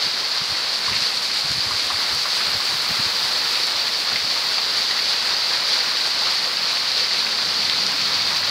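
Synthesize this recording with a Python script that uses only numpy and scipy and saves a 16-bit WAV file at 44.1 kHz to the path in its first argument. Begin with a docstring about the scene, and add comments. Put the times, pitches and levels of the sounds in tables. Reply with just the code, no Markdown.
"""First comes heavy rain: a soft wash from far tile roofs, and runoff from the eaves splattering
on the ground and throwing fine spray. Soft low bumps reach the microphone, drops plop into puddles
and gouts of water slap down. Late on, something drones far away, like an engine. The walled backyard
is heard from a porch through a hand-held mono microphone whose opening rings in the treble."""
import sys
import numpy as np
from scipy import signal
from scipy.fft import rfft, irfft
from scipy.io import wavfile

SR = 44100
rng = np.random.default_rng(int(sys.argv[2]) if len(sys.argv) > 2 else 0)


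def master(y):
    """Save y as 16-bit WAV."""
    cut = np.clip(np.atleast_2d(y).T, -1, 1)
    pcm = np.round(cut * 32767)  # scale
    wavfile.write(sys.argv[1], SR, pcm.astype(np.int16))


N = 374850  # 8.5 seconds
T = np.arange(N) / SR


def gain_of(db):
    """Turns decibels into a number to multiply by."""
    return 10 ** (np.asarray(db) / 20)


def evened(x):
    """Scales a sound to an average strength (rms) of 1."""
    return x / np.sqrt(np.mean(x ** 2) + 1e-20)


def level(curve):
    """Joins rows of seconds and dB into a gain for every sample."""
    return gain_of(np.interp(T, *np.transpose(curve)))


def add(mix, start_s, sound):
    """Mixes a sound in at its start time."""
    part = mix[max(round(start_s * SR), 0):][:len(sound)]
    part += sound[:len(part)]


def coloured(x, colour):
    """Shapes a sound's bass and treble by rows of Hz and dB, then evens its strength."""
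    hz, db = np.transpose(colour)
    shape_db = np.interp(np.log(np.fft.rfftfreq(N, 1 / SR) + 1), np.log(hz), db)
    return evened(irfft(rfft(x) * gain_of(shape_db), N))


def wander(rate_hz):
    """A random curve that wobbles up to about rate_hz times a second."""
    hz = np.fft.rfftfreq(N, 1 / SR)
    return evened(irfft(rfft(rng.standard_normal(N)) * (hz > 2) / (1 + (hz / rate_hz) ** 2), N))


def impacts(per_s, spread_db):
    """Clicks at random moments: most are small, a few large."""
    size = gain_of(spread_db * np.minimum(rng.exponential(1, N), 4))
    return size * rng.choice([-1, 1], N) * (rng.random(N) < per_s / SR)


def ring(x, hz, width_hz):
    """Lets a sound ring around one pitch."""
    hz = min(hz, SR / 3)
    sharpness = hz / min(width_hz, SR / 3)
    return signal.lfilter(*signal.iirpeak(hz, sharpness, fs=SR), x)


def drops(low_hz, high_hz, per_s, spread_db, cycles, sizes):
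    """Drops of many sizes, each a few dying cycles at its own pitch."""
    t, out = np.arange(1024) / SR, np.zeros(N)
    for hz in np.geomspace(low_hz, high_hz, sizes):
        tick = np.sin(2 * np.pi * hz * t) * np.exp(-hz * t / cycles)
        out += signal.oaconvolve(impacts(per_s / sizes, spread_db), tick * hz)[:N]
    return evened(out)


def diffused(x, decay_s, echo_db):
    """Each drop lands at its own spot, so the wall echoes blur into noise that follows the patter."""
    keep = np.exp(-1 / (decay_s * SR))
    lingering_power = signal.lfilter([1 - keep], [1, -keep], x ** 2)
    echoes = np.sqrt(lingering_power) * rng.standard_normal(N)
    return x + gain_of(echo_db) * echoes


# How loud the rain on the far roofs is. Each row: time in seconds, relative level in dB.
ROOF_LEVELS = [(0, -34), (0.95, -33.5), (1.35, -34), (1.8, -33), (3.0, -31.5), (4.6, -33), (5.5, -31.5),
               (7.1, -33), (8.5, -31)]
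# Its tone. Each row: frequency in Hz, relative level in dB.
ROOF_TONE = [(20, -42), (55, -19.5), (100, -11), (190, -6.5), (320, -7), (500, -4), (800, -1.5),
             (1100, 1.5), (2000, -0.5), (3200, -8.5), (6000, -14.5), (16000, -45)]

def roof_rain(gust_db=0.7):
    """Countless far drops merge into a wash; nearer ones patter on tiles. Both come in uneven sheets."""
    wash = coloured(rng.standard_normal(N), ROOF_TONE)
    patter = coloured(drops(356, 2980, per_s=700, spread_db=3.5, cycles=2.55, sizes=24), ROOF_TONE)
    sheets = gain_of(gust_db * wander(rate_hz=6))
    return gain_of(1) * level(ROOF_LEVELS) * sheets * evened(wash + gain_of(-6.5) * patter)


# Surges of water spilling over the eaves. Each row: time of the peak in seconds, rise in dB.
RUNOFF_SURGES = [(0.04, 4.5), (0.382, 1.3), (0.865, 1), (1.04, 2.5), (2.366, 2.5), (3.048, 0.8),
                 (3.259, 1.5), (3.535, 2), (4.34, 1.4), (4.565, 1), (4.81, 2), (5.115, 2), (5.736, 3.5),
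                 (6.272, 2.5), (6.99, 3), (7.169, 1.5), (7.654, 1.3), (8.016, 1.5), (8.138, 0.3),
                 (8.3, 1.5)]

def surge_db(swell_s=0.047):
    """How far the runoff rises above its steady flow: every surge swells and ebbs in the same way."""
    return sum(db * np.exp(-((T - peak_s) / swell_s) ** 2) for peak_s, db in RUNOFF_SURGES)


# Water pouring off the eaves. Each row: time in seconds, relative level in dB.
RUNOFF_LEVELS = [(0, -24), (2.0, -23), (3.0, -23), (4.2, -23.1), (5.3, -22), (6.1, -22.5), (6.55, -23),
                 (7.9, -22), (8.5, -23)]
# The tone of its splatter. Each row: frequency in Hz, relative level in dB.
SPLATTER_TONE = [(100, -48), (500, -1.5), (1200, -13), (2200, 0.5), (3100, 0), (4000, 2.5), (4900, 0.5),
                 (6000, -1.5), (8000, -7.5), (10500, -9.5), (13000, -6.5), (17000, -13)]

def runoff():
    """The streams break into gouts, so they splatter in clumps of tiny hits, with bursting bubbles."""
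    clumps = gain_of(1.2 * wander(rate_hz=17))
    hits = diffused(impacts(per_s=9000, spread_db=3) * clumps, decay_s=0.074, echo_db=-3.5)
    bubbles = drops(937, 5270, per_s=1500, spread_db=2.5, cycles=2.8, sizes=30)
    splatter = coloured(hits, SPLATTER_TONE) + gain_of(-7.5) * coloured(bubbles, SPLATTER_TONE)
    return gain_of(-9.5 + surge_db()) * level(RUNOFF_LEVELS) * splatter


def droplets(tone, per_s, spread_db):
    """Tiny droplets land in flurries and make a fizz."""
    flurries = gain_of(1.1 * wander(rate_hz=19))
    hits = impacts(per_s, spread_db) * flurries
    return coloured(diffused(hits, decay_s=0.02, echo_db=-2), tone)


# Spray off the wet ground, and the finer mist. Each row: time in seconds, relative level in dB.
SPRAY_LEVELS = [(0, -45.5), (0.55, -44), (1.1, -41.5), (2.3, -41), (3.55, -41.5), (3.9, -43.5),
                (5.6, -43.5), (7.0, -44.5), (8.5, -44.5)]
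MIST_LEVELS = [(0, -54), (0.6, -54.5), (1.7, -54), (2.8, -48), (3.6, -49), (4.3, -50.5), (7.2, -53),
               (8.5, -50.5)]
# Their tones. Each row: frequency in Hz, relative level in dB.
SPRAY_TONE = [(2000, -56), (5500, -11), (7500, -1.5), (10300, 1), (12000, 0.5), (16000, -11.5)]
MIST_TONE = [(6000, -24), (10000, -14.5), (12000, -5.5), (15500, 0.5), (18000, -14)]

def spray(surge_share=0.28):
    """The splatter throws up spray, more with each surge; the smaller the droplet, the higher its tick."""
    coarse = gain_of(10) * level(SPRAY_LEVELS) * droplets(SPRAY_TONE, per_s=5500, spread_db=2)
    mist = gain_of(20) * level(MIST_LEVELS) * droplets(MIST_TONE, per_s=6500, spread_db=5.5)
    return gain_of(surge_share * surge_db()) * (coarse + mist)


# Bumps on the microphone. Each row: time of the peak in seconds, relative level in dB, length in seconds.
MIC_BUMPS = [(0.067, -45, 0.048), (0.423, -36, 0.014), (0.52, -40, 0.042), (.882, -42, 0.023),
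             (0.922, -34.5, 0.025), (0.968, -42, 0.033), (1.019, -41, .023), (1.457, -39, 0.03),
             (1.513, -35, 0.029), (1.574, -37, 0.053), (1.67, -39, 0.036), (1.74, -41, 0.054),
             (1.86, -43, .025), (1.95, -42, 0.038), (2.138, -40, 0.045), (2.49, -45, .04),
             (2.558, -37.5, 0.036), (2.74, -43, 0.05), (2.91, -34, 0.028), (3, -31.5, 0.015),
             (3.066, -36, 0.019), (3.248, -43, 0.018), (4.143, -42, 0.044), (4.243, -42, 0.031)]
# Their dull tone. Each row: frequency in Hz, relative level in dB.
BUMP_TONE = [(15, -32), (40, -10), (70, -3.5), (130, 0.5), (200, -7.5), (300, -11.5), (600, -60),
             (2000, -75)]

def bumps(lowest_cycles=1.3):
    """Short dull puffs of pressure at the microphone; the briefer the puff, the less bass it holds."""
    out, t = np.zeros(N), np.arange(-SR // 10, SR // 10) / SR
    rumble = coloured(rng.standard_normal(N), BUMP_TONE)
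    for peak_s, db, length_s in MIC_BUMPS:
        swell = np.exp(-3 * (t / length_s) ** 2)
        bass_cut = signal.butter(2, lowest_cycles / length_s, "high", fs=SR, output="sos")
        puff = signal.sosfiltfilt(bass_cut, swell * rumble[round(peak_s * SR):][:len(t)])
        puff *= np.linalg.norm(swell) / np.linalg.norm(puff)  # as much energy as the swell
        out += gain_of(db + 1) * np.interp(T, peak_s + t, puff, left=0, right=0)
    return out


# Big drops falling into puddles. Each row: start in seconds, relative level in dB, middle pitch in Hz.
PUDDLE_DROPS = [(0.879, -22.5, 1080), (.929, -25, 2200), (.944, -24, 2150), (.967, -26, 2140),
                (1.708, -24.5, 1120), (1.902, -22, 1080), (2.026, -28, 1210), (2.253, -23.5, 1110),
                (2.405, -19.5, 1430), (2.599, -25.5, 1070), (3.554, -24, 2470), (3.597, -31, 462),
                (4.158, -20.5, 2050), (4.577, -27, 875), (4.908, -21.5, 1910), (4.989, -25, 1860),
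                (6.218, -27, 820), (6.269, -23, 1260), (6.466, -30, 513), (7.110, -24.5, 1920),
                (7.265, -23, 2330)]

def plops(cycles=3.3, pitch_rise=0.12, slosh_db=-6.5, slosh_s=0.012):
    """A drop opens a pocket of air that rings briefly and rises in pitch; the water sloshes back in."""
    out, t = np.zeros(N), np.arange(SR // 16) / SR
    for start_s, db, hz in PUDDLE_DROPS:
        age = hz * t / cycles
        pitch_hz = hz * (1 + pitch_rise * (np.tanh(age) - 0.5))
        note = np.sin(2 * np.pi * np.cumsum(pitch_hz) / SR) * np.exp(-age)
        slosh = evened(ring(rng.standard_normal(len(t)), hz, 0.24 * hz)) * np.exp(-t / slosh_s)
        fade_in = 1 - np.exp(-hz * t)
        add(out, start_s, gain_of(db + 4) * (note + gain_of(slosh_db) * slosh) * fade_in)
    return out


def yard_echoes(x, fade_s=0.15, echo_db=-8):
    """Brick walls and the porch roof send back a short scatter of echoes."""
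    t = np.arange(SR // 3) / SR
    echoes = rng.choice([-1, 1], len(t)) * (rng.random(len(t)) < 2000 / SR)  # about 2000 a second
    tail = echoes * (t > 0.012) * gain_of(-60 * t / fade_s)
    return x + gain_of(echo_db) * signal.oaconvolve(x, tail / np.linalg.norm(tail))[:N]


# Heavy gouts hitting wet ground. Each row: start in seconds, relative level in dB, middle pitch in Hz.
GROUND_SLAPS = [(1.005, -18, 6950), (1.170, -23, 7500), (1.516, -16, 9000), (2.148, -11, 12000),
                (2.821, -14, 12000), (3.508, -19, 13000), (3.528, -16, 11000), (3.669, -14, 10000),
                (4.582, -17, 1500), (5.549, -17, 2000), (5.761, -18, 1900), (5.970, -17, 2400),
                (6.191, -18.5, 4500), (6.285, -18, 1900), (6.771, -17, 1380), (7.387, -15.5, 1300),
                (7.650, -22, 3600), (7.6973, -12.5, 2600), (7.865, -17, 7000), (7.918, -21, 7500),
                (8.015, -19, 4500), (8.133, -22, 4400)]

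def slaps(crack_s=0.0016, scatter_s=0.013, scatter_db=-15):
    """A gout, a big lump of water, cracks on the ground; then its droplets scatter."""
    out, t = np.zeros(N), np.arange(SR // 10) / SR
    fade = np.exp(-t / crack_s) + gain_of(scatter_db) * np.exp(-t / scatter_s)
    for start_s, db, hz in GROUND_SLAPS:
        burst = fade * rng.standard_normal(len(t))
        slap = ring(ring(burst, hz, width_hz=hz), hz, width_hz=hz)
        slap *= np.linalg.norm(fade) / np.linalg.norm(slap)  # same energy at any pitch
        add(out, start_s, gain_of(db - 5) * slap)
    return out


# The far drone, very faint until near the end. Each row: time in seconds, relative level in dB.
DRONE_LEVELS = [(0, -61), (5.5, -61.5), (7.18, -56), (7.28, -50), (7.9, -42.5), (8.15, -45), (8.5, -49.5)]
# Its humming notes, and the tone of its rumble. Each row: frequency in Hz, relative level in dB.
DRONE_NOTES = [(100, -5.5), (162, -9.5), (183, -3.5), (219, -6)]
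RUMBLE_TONE = [(30, -35), (65, -9), (95, -0.5), (135, 7), (190, -4), (260, 9), (420, -3), (1200, -50)]

def drone(width_hz=5, rumble_db=-3):
    """A distant rumble with a few wavering notes, like an engine."""
    hum = np.zeros(N)
    for hz, db in DRONE_NOTES:
        note = ring(ring(rng.standard_normal(N), hz, width_hz), hz, width_hz)
        hum += gain_of(db) * evened(note)
    rumble = coloured(rng.standard_normal(N), RUMBLE_TONE)
    return level(DRONE_LEVELS) * (hum + gain_of(rumble_db) * rumble)


def scene():
    """All the water in the yard, the drone and the bumps, alike in both channels."""
    near_water = yard_echoes(plops() + slaps())
    mono = roof_rain() + runoff() + spray() + near_water + drone() + bumps()
    return np.array([mono, mono])


def record(dry):
    """The microphone's opening is a hollow that rings and dulls what lies above; the very top is cut."""
    ring_hz, width_hz, top_hz = 4590, 753, 15750
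    hz = np.fft.rfftfreq(2 * N, 1 / SR)
    opening = ring_hz ** 2 / (ring_hz ** 2 - hz ** 2 + 1j * hz * width_hz)
    heard = irfft(rfft(dry, 2 * N) * opening)[:, :N]
    top_cut = signal.firwin(511, top_hz, window=("kaiser", 9), fs=SR)
    return signal.oaconvolve(heard, top_cut[None], "same")


dry = scene()
out = record(dry)
master(out)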